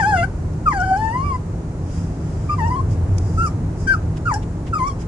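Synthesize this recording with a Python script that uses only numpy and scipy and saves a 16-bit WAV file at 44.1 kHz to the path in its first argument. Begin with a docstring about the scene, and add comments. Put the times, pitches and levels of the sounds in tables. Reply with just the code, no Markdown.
"""A small dog whines in a moving car: eight thin, gliding whimpers, breathy with nasal hiss, with small snorts,
quick sniffs, faint whistles and ticks of its collar tag, over the rumble of the road in a padded cabin.
The voice is a near sine with its octave and blurred overtones; breath is shaped noise, snorts are
fluttering noise through nose resonances, and the road is coloured noise with resonant cabin modes."""
import sys
import numpy as np
from scipy import signal
from scipy.fft import rfft, irfft
from scipy.io import wavfile
from scipy.ndimage import uniform_filter1d, map_coordinates

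SR = 44100
rng = np.random.default_rng(int(sys.argv[2]) if len(sys.argv) > 2 else 0)


def transcribe(u):
    """Save the signal u as a 16-bit wav file named by the first command-line argument.

    u: samples, shape (n,) or (channels, n), limited to [-1, 1]; the rate is SR.
    q: integer samples, one column per channel.
    """
    v = np.clip(np.atleast_2d(u).T, -1, 1)
    q = np.round(v * 32767).astype(np.int16)
    wavfile.write(sys.argv[1], SR, q)


N = 223953
TIME = np.arange(N) / SR
CUTOFF_HZ = 10950
RELEASE_S = 0.031
FLUTTER_PER_S = 191   # random knots per second of the air's rasp; the nostrils flap at twice this

# Whimpers. Each row: start and end in seconds, level in dB, fade over the whine in dB, octave at the start
# and at the end in dB ahead of the throat gain, nasal hiss in dB, hiss swell over the whine in dB,
# low overtones in dB, roughness (0-1) ahead of the plunges.
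WHINES = [(-.01, 0.241, -15, -5.5, 2.5, 6.5, -37.5, -2, -9.5, 0.14),
          (0.653, 1.364, -20, -4.5, 2, -5, -42, -8, -11, 0.04),
          (2.486, 2.541, -20, 2.5, 4, 3.5, -46.5, -2, -19, 0.06),
          (2.573, 2.81, -18, -6, -2.5, -14.5, -43.5, -7.5, -8.5, 0.17),
          (3.37, 3.478, -22, 2.5, -2, 3.5, -38, 1, -44, 0.3),
          (3.865, 3.948, -14, -1, 0, -2, -34, -4.5, -17, 0.24),
          (4.249, 4.367, -20, 3.5, -2.5, -4, -41, 0, -25, 0.58),
          (4.724, 4.916, -17, -7, -3.5, -2.5, -39.5, -6.5, -8, 0.52)]
# Pitch track of each whimper ahead of the tremble. Each row: time in seconds, pitch in Hz.
GLIDES = [
    [(0.002, 923), (0.036, 758), (0.08, 852), (0.112, 845), (0.168, 701), (0.174, 674.5), (0.226, 691.4),
     (0.24, 783), (0.255, 724)],
    [(0.664, 1338), (0.684, 1182), (0.704, 1154), (0.726, 975), (0.73, 873), (0.736, 829), (0.792, 742),
     (0.82, 727), (0.835, 785.5), (0.856, 742), (0.9, 762.4), (0.948, 774.6), (0.988, 867), (1.11, 908),
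     (1.14, 969), (1.234, 1130), (1.246, 1169), (1.288, 1136), (1.296, 1114), (1.368, 990)],
    [(2.496, 1194), (2.552, 1180)],
    [(2.586, 1016), (2.62, 870), (2.642, 870), (2.67, 939), (2.7, 905), (2.716, 1025), (2.754, 989),
     (2.762, 1100), (2.8, 1052), (2.815, 1140)],
    [(3.381, 1310), (3.405, 1325), (3.425, 1412), (3.452, 1343), (3.478, 1175)],
    [(3.877, 1583), (3.927, 1553), (3.952, 1277)],
    [(4.26, 1388), (4.272, 1401), (4.308, 1107), (4.322, 887), (4.344, 802), (4.378, 867)],
    [(4.732, 1365), (4.754, 1271), (4.776, 1246), (4.797, 1059), (4.822, 1008), (4.882, 1160),
     (4.918, 1071)],
]


def from_db(db):
    """Decibels to gain."""
    return 10 ** (np.asarray(db) / 20)


def rms_one(x):
    """Scale to unit power."""
    return x / np.sqrt(np.mean(x ** 2) + 1e-20)


def in_time(rows):
    """Each column of a curve, at every sample."""
    s, *columns = np.transpose(rows)
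    return [np.interp(TIME, s, column) for column in columns]


def at_hz(points, hz):
    """Read a spectrum on a log-frequency axis."""
    f, value = np.transpose(points)
    return np.interp(np.log(np.maximum(hz, 1)), np.log(f), value)


def drift(knots_per_s):
    """Random wobble of rms 1, straight between its knots."""
    knots = rng.standard_normal(N // 8)
    return rms_one(map_coordinates(knots, [TIME * knots_per_s + 2], order=1, mode="wrap"))


def swell(centre_s, spread_s):
    """A Gaussian bump of height 1."""
    return np.exp(-.5 * ((TIME - centre_s) / spread_s) ** 2)


def band_filter(order, centre_hz, width_hz, kind="band"):
    """Butterworth sections around a centre frequency."""
    edges_hz = [centre_hz - width_hz / 2, centre_hz + width_hz / 2]
    return signal.butter(order, edges_hz, kind, fs=SR, output="sos")


def envelope(start, end):
    """Quick attack, hold, and a release that dies away."""
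    attack_s, fall_db = 0.011, -22.5   # fall per RELEASE_S
    attack = np.clip((TIME - start) / attack_s, 0, 1)
    release = np.maximum(TIME - end, 0) / RELEASE_S
    return attack ** 2 * from_db(fall_db * np.minimum(release, 3)) * (release < 2)


def effort():
    """Breath drive: voice gain, hiss gain, octave dB, low overtones dB and roughness at every sample."""
    voice, hiss, manner = 0, 0, []
    for start, end, level_db, fade_db, first_octave_db, last_octave_db, hiss_db, swell_db, low_db, rough in WHINES:
        progress = np.clip((TIME - start) / (end - start), 0, 1)
        shape = envelope(start, end)
        voice = voice + shape * from_db(level_db + fade_db * progress)
        hiss = hiss + shape * from_db(hiss_db + swell_db * progress)
        manner += [(start, first_octave_db, low_db, rough), (end, last_octave_db, low_db, rough)]
    return [voice * faltering(), hiss] + in_time(manner)


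def faltering():
    """Gain of the voice as the breath gives out and the folds falter at the end of each whine."""
    depth_db, knots_per_s = 7, 109.4
    ending = sum(swell(end + RELEASE_S / 2, RELEASE_S / 2) for start, end, *rest in WHINES)
    wobble = np.clip(drift(knots_per_s), -2, 1) - 1.5
    return from_db(depth_db * ending * wobble)


def plunging():
    """Extra roughness: the voice turns hoarse while its pitch falls quickly."""
    most_roughness, full_octaves_per_s = 0.43, 11.4
    octaves = np.log2(in_time(np.vstack(GLIDES))[0])
    fall = uniform_filter1d(-np.gradient(octaves) * SR, size=900)
    return most_roughness * np.clip(fall / full_octaves_per_s, 0, 1)


def folds(roughness):
    """Pitch and running phase of the vocal folds; pitch trembles and hoarseness makes the cycles uneven."""
    tremble = 0.009 * drift(60.87)
    jitter = 0.0124 * roughness * drift(450)
    pitch = in_time(np.vstack(GLIDES))[0] * (1 + tremble + jitter)
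    return pitch, 2 * np.pi * np.cumsum(pitch) / SR


def pure_tone(on, hz, angle, voice, octave_db, roughness):
    """Fundamental and octave: the throat lifts the octave as it slides past, hoarseness smears it."""
    # Throat resonance. Each row: frequency in Hz, gain in dB against the fundamental.
    throat_gain = [(1350, -26), (1450, -5), (1540, -3), (1740, -13.5), (1880, -4), (2050, -16),
                   (2300, -14.5), (2600, -24), (3100, -37)]
    # Brief dips in the whine's level, as its gliding tone beats with the cabin's echoes.
    # Each row: centre in seconds, spread in seconds, depth in dB.
    dips = [(0.045, 0.01, -14), (0.117, 0.002, -8), (0.176, 0.0053, -9), (0.221, 0.0033, -7),
            (0.853, 0.0043, -4), (2.599, 0.0023, -7), (2.657, 0.0076, -5), (2.698, 0.0029, -13),
            (2.78, 0.0089, -3), (3.935, 0.004, -9), (4.355, 0.0044, -8), (4.749, 0.0018, -14),
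            (4.785, 0.006, -13), (4.899, 0.004, -4)]
    flutter_db, patchy_db, knots_per_s = 2.45, 3.5, 50
    dip_db = sum(db * swell(s, spread_s) for s, spread_s, db in dips)
    fundamental = from_db(dip_db + flutter_db * drift(knots_per_s))[on]
    fuzz = 0.43 * (roughness * drift(350))[on]   # radians
    patches_db = patchy_db * drift(knots_per_s)[on]
    octave = from_db(octave_db[on] + at_hz(throat_gain, 2 * hz) + patches_db)
    return voice[on] * (fundamental * np.sin(angle) + octave * np.sin(2 * angle + fuzz))


def overtones(on, hz, angle, hiss, low_db, roughness):
    """Turbulence widens each overtone into a band, the high ones most; the muzzle's resonances colour them."""
    # Muzzle resonances. Each row: frequency in Hz, gain in dB ahead of the overtone level.
    muzzle = [(2030, 16), (2300, 10.5), (2740, 6), (3200, -0.5), (3700, -1.5), (4400, -8), (4750, -6.5),
              (5450, -9), (6200, -8.5), (7100, -7), (8500, -16.5), (9300, -10.5), (10000, -18),
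              (10700, -18.5)]
    level_db, fading_db, fading_per_s = -3.0, 3.5, 32
    blur_share, hoarse_blur, blur_from_hz, blur_per_s = 0.85, 0.81, 4000, 290
    jaw_db, jaw_ring_hz, jaw_spread_hz = 19, 2640, 700
    jaw = swell(centre_s=0.193, spread_s=0.018)[on]   # the jaws open once
    tone = 0
    for k in range(3, 15):
        partial_hz = k * hz
        blur = (blur_share + hoarse_blur * roughness[on]) * (1 - jaw) * (partial_hz / blur_from_hz) ** 3
        knots = rng.standard_normal((2, 4096))
        a, b = (np.interp(TIME[on] * blur_per_s, np.arange(4096), row) for row in knots)
        partial = (1 + blur * a) * np.sin(k * angle) + blur * b * np.cos(k * angle)
        partial /= np.sqrt(1 + blur ** 2)
        low = np.clip((4300 - partial_hz) / 600, 0, 1)
        ring_db = jaw_db * jaw * np.exp(-.5 * ((partial_hz - jaw_ring_hz) / jaw_spread_hz) ** 2)
        patches_db = fading_db * (1 - jaw) * np.clip(drift(fading_per_s)[on], -3, 1.2)
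        gain_db = level_db + at_hz(muzzle, partial_hz) + low * low_db[on] + ring_db + patches_db
        tone = tone + hiss[on] * from_db(gain_db) * partial * (partial_hz < CUTOFF_HZ)
    return tone


def whine(pitch, phase, voice, hiss, octave_db, low_db, roughness):
    """A near sine with its octave and breathy overtones; hoarseness makes its level shimmer."""
    on = voice > 0
    hz, angle = pitch[on], phase[on]
    tone = pure_tone(on, hz, angle, voice, octave_db, roughness)
    tone = tone + overtones(on, hz, angle, hiss, low_db, roughness)
    out = np.zeros(N)
    out[on] = np.sqrt(2) * tone
    return out * (1 + 0.13 * roughness * drift(500))


def whistles(fold_phase):
    """Faint higher tones in the airway with a pitch of their own; the folds chop their air, adding sum tones."""
    # Each row: start and end in seconds, first and last pitch in Hz, level in dB.
    whistle_rows = [(0.72, 1.359, 3200, 2744, -55.5), (2.498, 2.537, 2650, 2690, -47),
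                    (3.863, 3.935, 2345, 2374, -42)]
    out = 0
    for start, end, first_hz, last_hz, level_db in whistle_rows:
        pitch = np.interp(TIME, [start, end], [first_hz, last_hz])
        phase = 2 * np.pi * np.cumsum(pitch * (1 + 0.0093 * drift(360))) / SR
        tone = np.sin(phase)
        for fold_multiple, db in ((2, -3), (5, -11)):
            tone = tone + from_db(db) * np.sin(phase + fold_multiple * fold_phase)
        out = out + np.sqrt(2) * from_db(level_db) * envelope(start, end) * tone
    return out


def nasal_notch(x):
    """The closed mouth is a side branch of the airway and swallows one band of the voice."""
    return signal.sosfilt(band_filter(2, centre_hz=3900, width_hz=700, kind="bandstop"), x)


def delayed(x, ms):
    """The same sound a little later."""
    return np.interp(TIME - ms / 1000, TIME, x, left=0)


def cabin(x):
    """Early echoes comb each side differently, so a gliding tone beats; a very short padded tail follows."""
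    # Mouth to left and right microphone, direct and off windows, roof and seats.
    # Each row: delay in ms, level in dB.
    side_paths = [
        [(.297, -0.5), (4.2, -13.5), (4.82, -28), (5.98, -12), (7.74, -14.5), (9.28, -10.5)],
        [(.04, -5.5), (.26, -6), (.82, -17.5), (1.7, -14.5), (3.18, -33.5), (5.19, -12)],
    ]
    t60_s, tail_db = 0.21, -18
    t = TIME[:SR // 6]
    sides = []
    for paths in side_paths:
        tail = rng.standard_normal(len(t)) * from_db(-60 * t / t60_s) * (t > .005)
        diffuse = signal.fftconvolve(x, tail / np.linalg.norm(tail))[:N]
        early = sum(from_db(db) * delayed(x, ms) for ms, db in paths)
        sides.append(early + from_db(tail_db) * diffuse)
    return np.array(sides)


def coloured(spectrum, push):
    """Turbulent stereo air under a given push, through a set of resonances."""
    hz = np.arange(N // 2 + 1) * SR / N
    colour = rms_one(from_db(at_hz(spectrum, hz)) * (hz > spectrum[0][0]) * (hz < CUTOFF_HZ))
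    return irfft(colour * rfft(push * rng.standard_normal((2, N))), N)


def cabin_noise(spectrum):
    """Stereo noise of a given colour, alike on both sides only in the bass; rms 1."""
    # Stereo width. Each row: frequency in Hz, side against mid in dB.
    width_curve = [(30, -31), (90, -41), (190, -23.5), (320, -8), (600, -18), (1100, -0.5), (1900, -2),
                   (10000, -0.5)]
    hz = np.arange(N // 2 + 1) * SR / N
    width = from_db(at_hz(width_curve, hz))
    mid, side = rfft(rng.standard_normal((2, N)))
    low_cut = np.minimum(hz / spectrum[0][0], 1) ** 2
    gain = from_db(at_hz(spectrum, hz)) * (hz < CUTOFF_HZ) * low_cut
    stereo = (mid + width * side * [[1], [-1]]) / np.sqrt(1 + width ** 2)
    return rms_one(irfft(gain * stereo, N))


def dog_air(hiss, phase):
    """Air rasps through the nose in each whine, chopped by the folds, and through nose and throat in each sniff."""
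    # Sniffs and puffs. Each row: centre and spread in seconds, nose hiss in dB, throat rasp in dB.
    sniffs = [(1.968, 0.069, -48.5, -56), (2.406, 0.24, -54.5, -60), (2.923, 0.018, -48.5, -56),
              (3.31, 0.11, -50, -69), (3.822, 0.035, -47.5, -73), (4.175, 0.007, -47, -44.5),
              (4.432, 0.007, -52, -46), (4.679, 0.012, -52, -47), (5.015, 0.015, -47, -50)]
    # Relative air spectra of a whine, of the nose and of the throat. Each row: frequency in Hz, density in dB per Hz.
    nasal_air = [(2500, -10), (3900, -51), (4400, -15), (4750, 16.5), (5400, -7), (6400, 5), (7300, -11.5),
                 (8500, -4), (9300, -0.5), (9900, -0.5), (10700, -0.5)]
    nose_air = [(1500, 7), (2700, -8), (3600, -34), (4200, -29), (4750, 21), (6000, 17.5), (7200, 18.5),
                (8500, 9.5), (10800, 6)]
    throat_air = [(900, -32), (1800, 11.5), (3200, 8.5), (4500, -1), (9000, -29)]
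    leak_db, chop, rasp_db = -11.5, 0.34, 1.5   # leak: unpitched air against the hiss level
    rasp = from_db(rasp_db * np.clip(drift(FLUTTER_PER_S), -2, 1.5))
    nose, throat = 0, 0
    for s, spread_s, nose_db, throat_db in sniffs:
        puff = swell(s, spread_s)
        nose = nose + from_db(nose_db) * puff
        throat = throat + from_db(throat_db) * puff
    breath = from_db(leak_db) * hiss * rasp * (1 + chop * np.cos(phase))
    return coloured(nasal_air, breath) + coloured(nose_air, nose) + throat * rasp * cabin_noise(throat_air)


def snorts():
    """The moist nostrils flap unevenly and let spurts of air into the nose's resonances."""
    # Each row: start in seconds, decay in seconds, level in dB.
    spurts = [(0.684, 0.012, -41), (0.801, 0.014, -36), (0.96, 0.014, -42), (2.672, 0.012, -42),
              (3.462, 0.02, -37), (4.338, 0.018, -27), (4.87, 0.025, -38)]
    # Nose resonances. 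Each row: centre in Hz, width in Hz, relative level in dB.
    nostrils = [(2920, 270, -11.5), (5540, 460, 4.5), (7100, 1200, -4), (9800, 400, -8)]
    rise_s, rasp_db = 0.0023, 5
    push = 0
    for s, decay_s, db in spurts:
        age = np.maximum(TIME - s, 0)
        decay = np.exp(-np.maximum(age - rise_s, 0) / decay_s)
        push = push + from_db(db) * np.minimum(age / rise_s, 1) * decay
    flaps_db = rasp_db * np.clip(drift(2 * FLUTTER_PER_S), -2, 1)
    air = rng.standard_normal((2, N)) * from_db(flaps_db)
    rings = sum(from_db(db) * signal.sosfilt(band_filter(2, hz, width_hz), air) for hz, width_hz, db in nostrils)
    return push * rms_one(rings)


def collar_tag():
    """Short bright ticks of noise, one faint and then a close pair, damped at once by fur."""
    # Each row: time in seconds, level in dB.
    ticks = [(0.535, -45), (3.182, -29.5), (3.184, -30.5)]
    decay_s = 0.0022
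    strike = sum(from_db(db) * (TIME >= s) * np.exp(-np.abs(TIME - s) / decay_s) for s, db in ticks)
    return strike * cabin_noise([(1800, 2), (2600, 3), (4200, 0), (5300, 15), (8000, 2), (10800, -1)])


def cabin_mode(hz, width_hz):
    """An air mode of the cabin, shaken at random, nearly alike on both sides; rms 1."""
    side_db = -26.5
    mode = band_filter(1, hz, width_hz)
    # one second of run-in is dropped
    mid, side = signal.sosfilt(np.vstack([mode, mode]), rng.standard_normal((2, N + SR)))[:, SR:]
    return rms_one(mid + from_db(side_db) * side * [[1], [-1]])


def road():
    """Tyres shake the body: broad rumble, booming cabin modes, a swelling drone and a thin hiss of air."""
    # Rough stretches. Each row: centre in seconds, spread in seconds, boom swell in dB.
    rough_road = [(0.21, 0.15, 3.5), (3.082, 0.51, 13), (4.2, 0.24, 4)]
    # Relative spectra of rumble and air hiss. 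Each row: frequency in Hz, density in dB per Hz.
    rumble_spectrum = [(20, -12), (33, 2), (47, 2.5), (62, 3.5), (125, 1), (160, -5), (200, -7), (320, -8),
                       (520, -18), (900, -22.5), (1400, -29), (2200, -38), (3400, -46.5), (8000, -49)]
    air_spectrum = [(2500, -45), (3900, 7), (5000, 9), (6800, 14), (8500, 8), (10800, -60)]
    # Boom modes. Each row: centre in Hz, width in Hz, level in dB against the tyre boom.
    boom_modes = [(87.6, 16, -4), (98.4, 30, -3.5)]
    boom_db, rumble_db, drone_db, drone_swell_db, hiss_db = -30.5, -25.5, -41, 12, -58   # on smooth road
    rumble_share, left_lag_ms = 0.16, 0.099   # share of the swell (in dB) that reaches the rumble
    shake_db = sum(db * swell(s, spread_s) for s, spread_s, db in rough_road)
    rumble = from_db(rumble_db + rumble_share * shake_db) * cabin_noise(rumble_spectrum)
    boom = sum(from_db(boom_db + shake_db + db) * cabin_mode(hz, width_hz) for hz, width_hz, db in boom_modes)
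    drone_gain = from_db(drone_db + drone_swell_db * swell(centre_s=3.04, spread_s=2.37))
    drone = drone_gain * cabin_mode(hz=159.4, width_hz=19.6)
    left, right = rumble + boom + drone
    return np.array([delayed(left, left_lag_ms), right]) + from_db(hiss_db) * cabin_noise(air_spectrum)


def scene():
    """The dog close by in the cabin, over the road."""
    voice, hiss, octave_db, low_db, roughness = effort()
    roughness = roughness + plunging()
    pitch, phase = folds(roughness)
    dog = whine(pitch, phase, voice, hiss, octave_db, low_db, roughness) + whistles(phase)
    return cabin(nasal_notch(dog)) + dog_air(hiss, phase) + snorts() + collar_tag() + road()


def record(dry):
    """A steep low-pass cuts the top."""
    return signal.sosfilt(signal.ellip(12, .2, 80, CUTOFF_HZ, fs=SR, output="sos"), dry)


dry = scene()
out = record(dry)
transcribe(out)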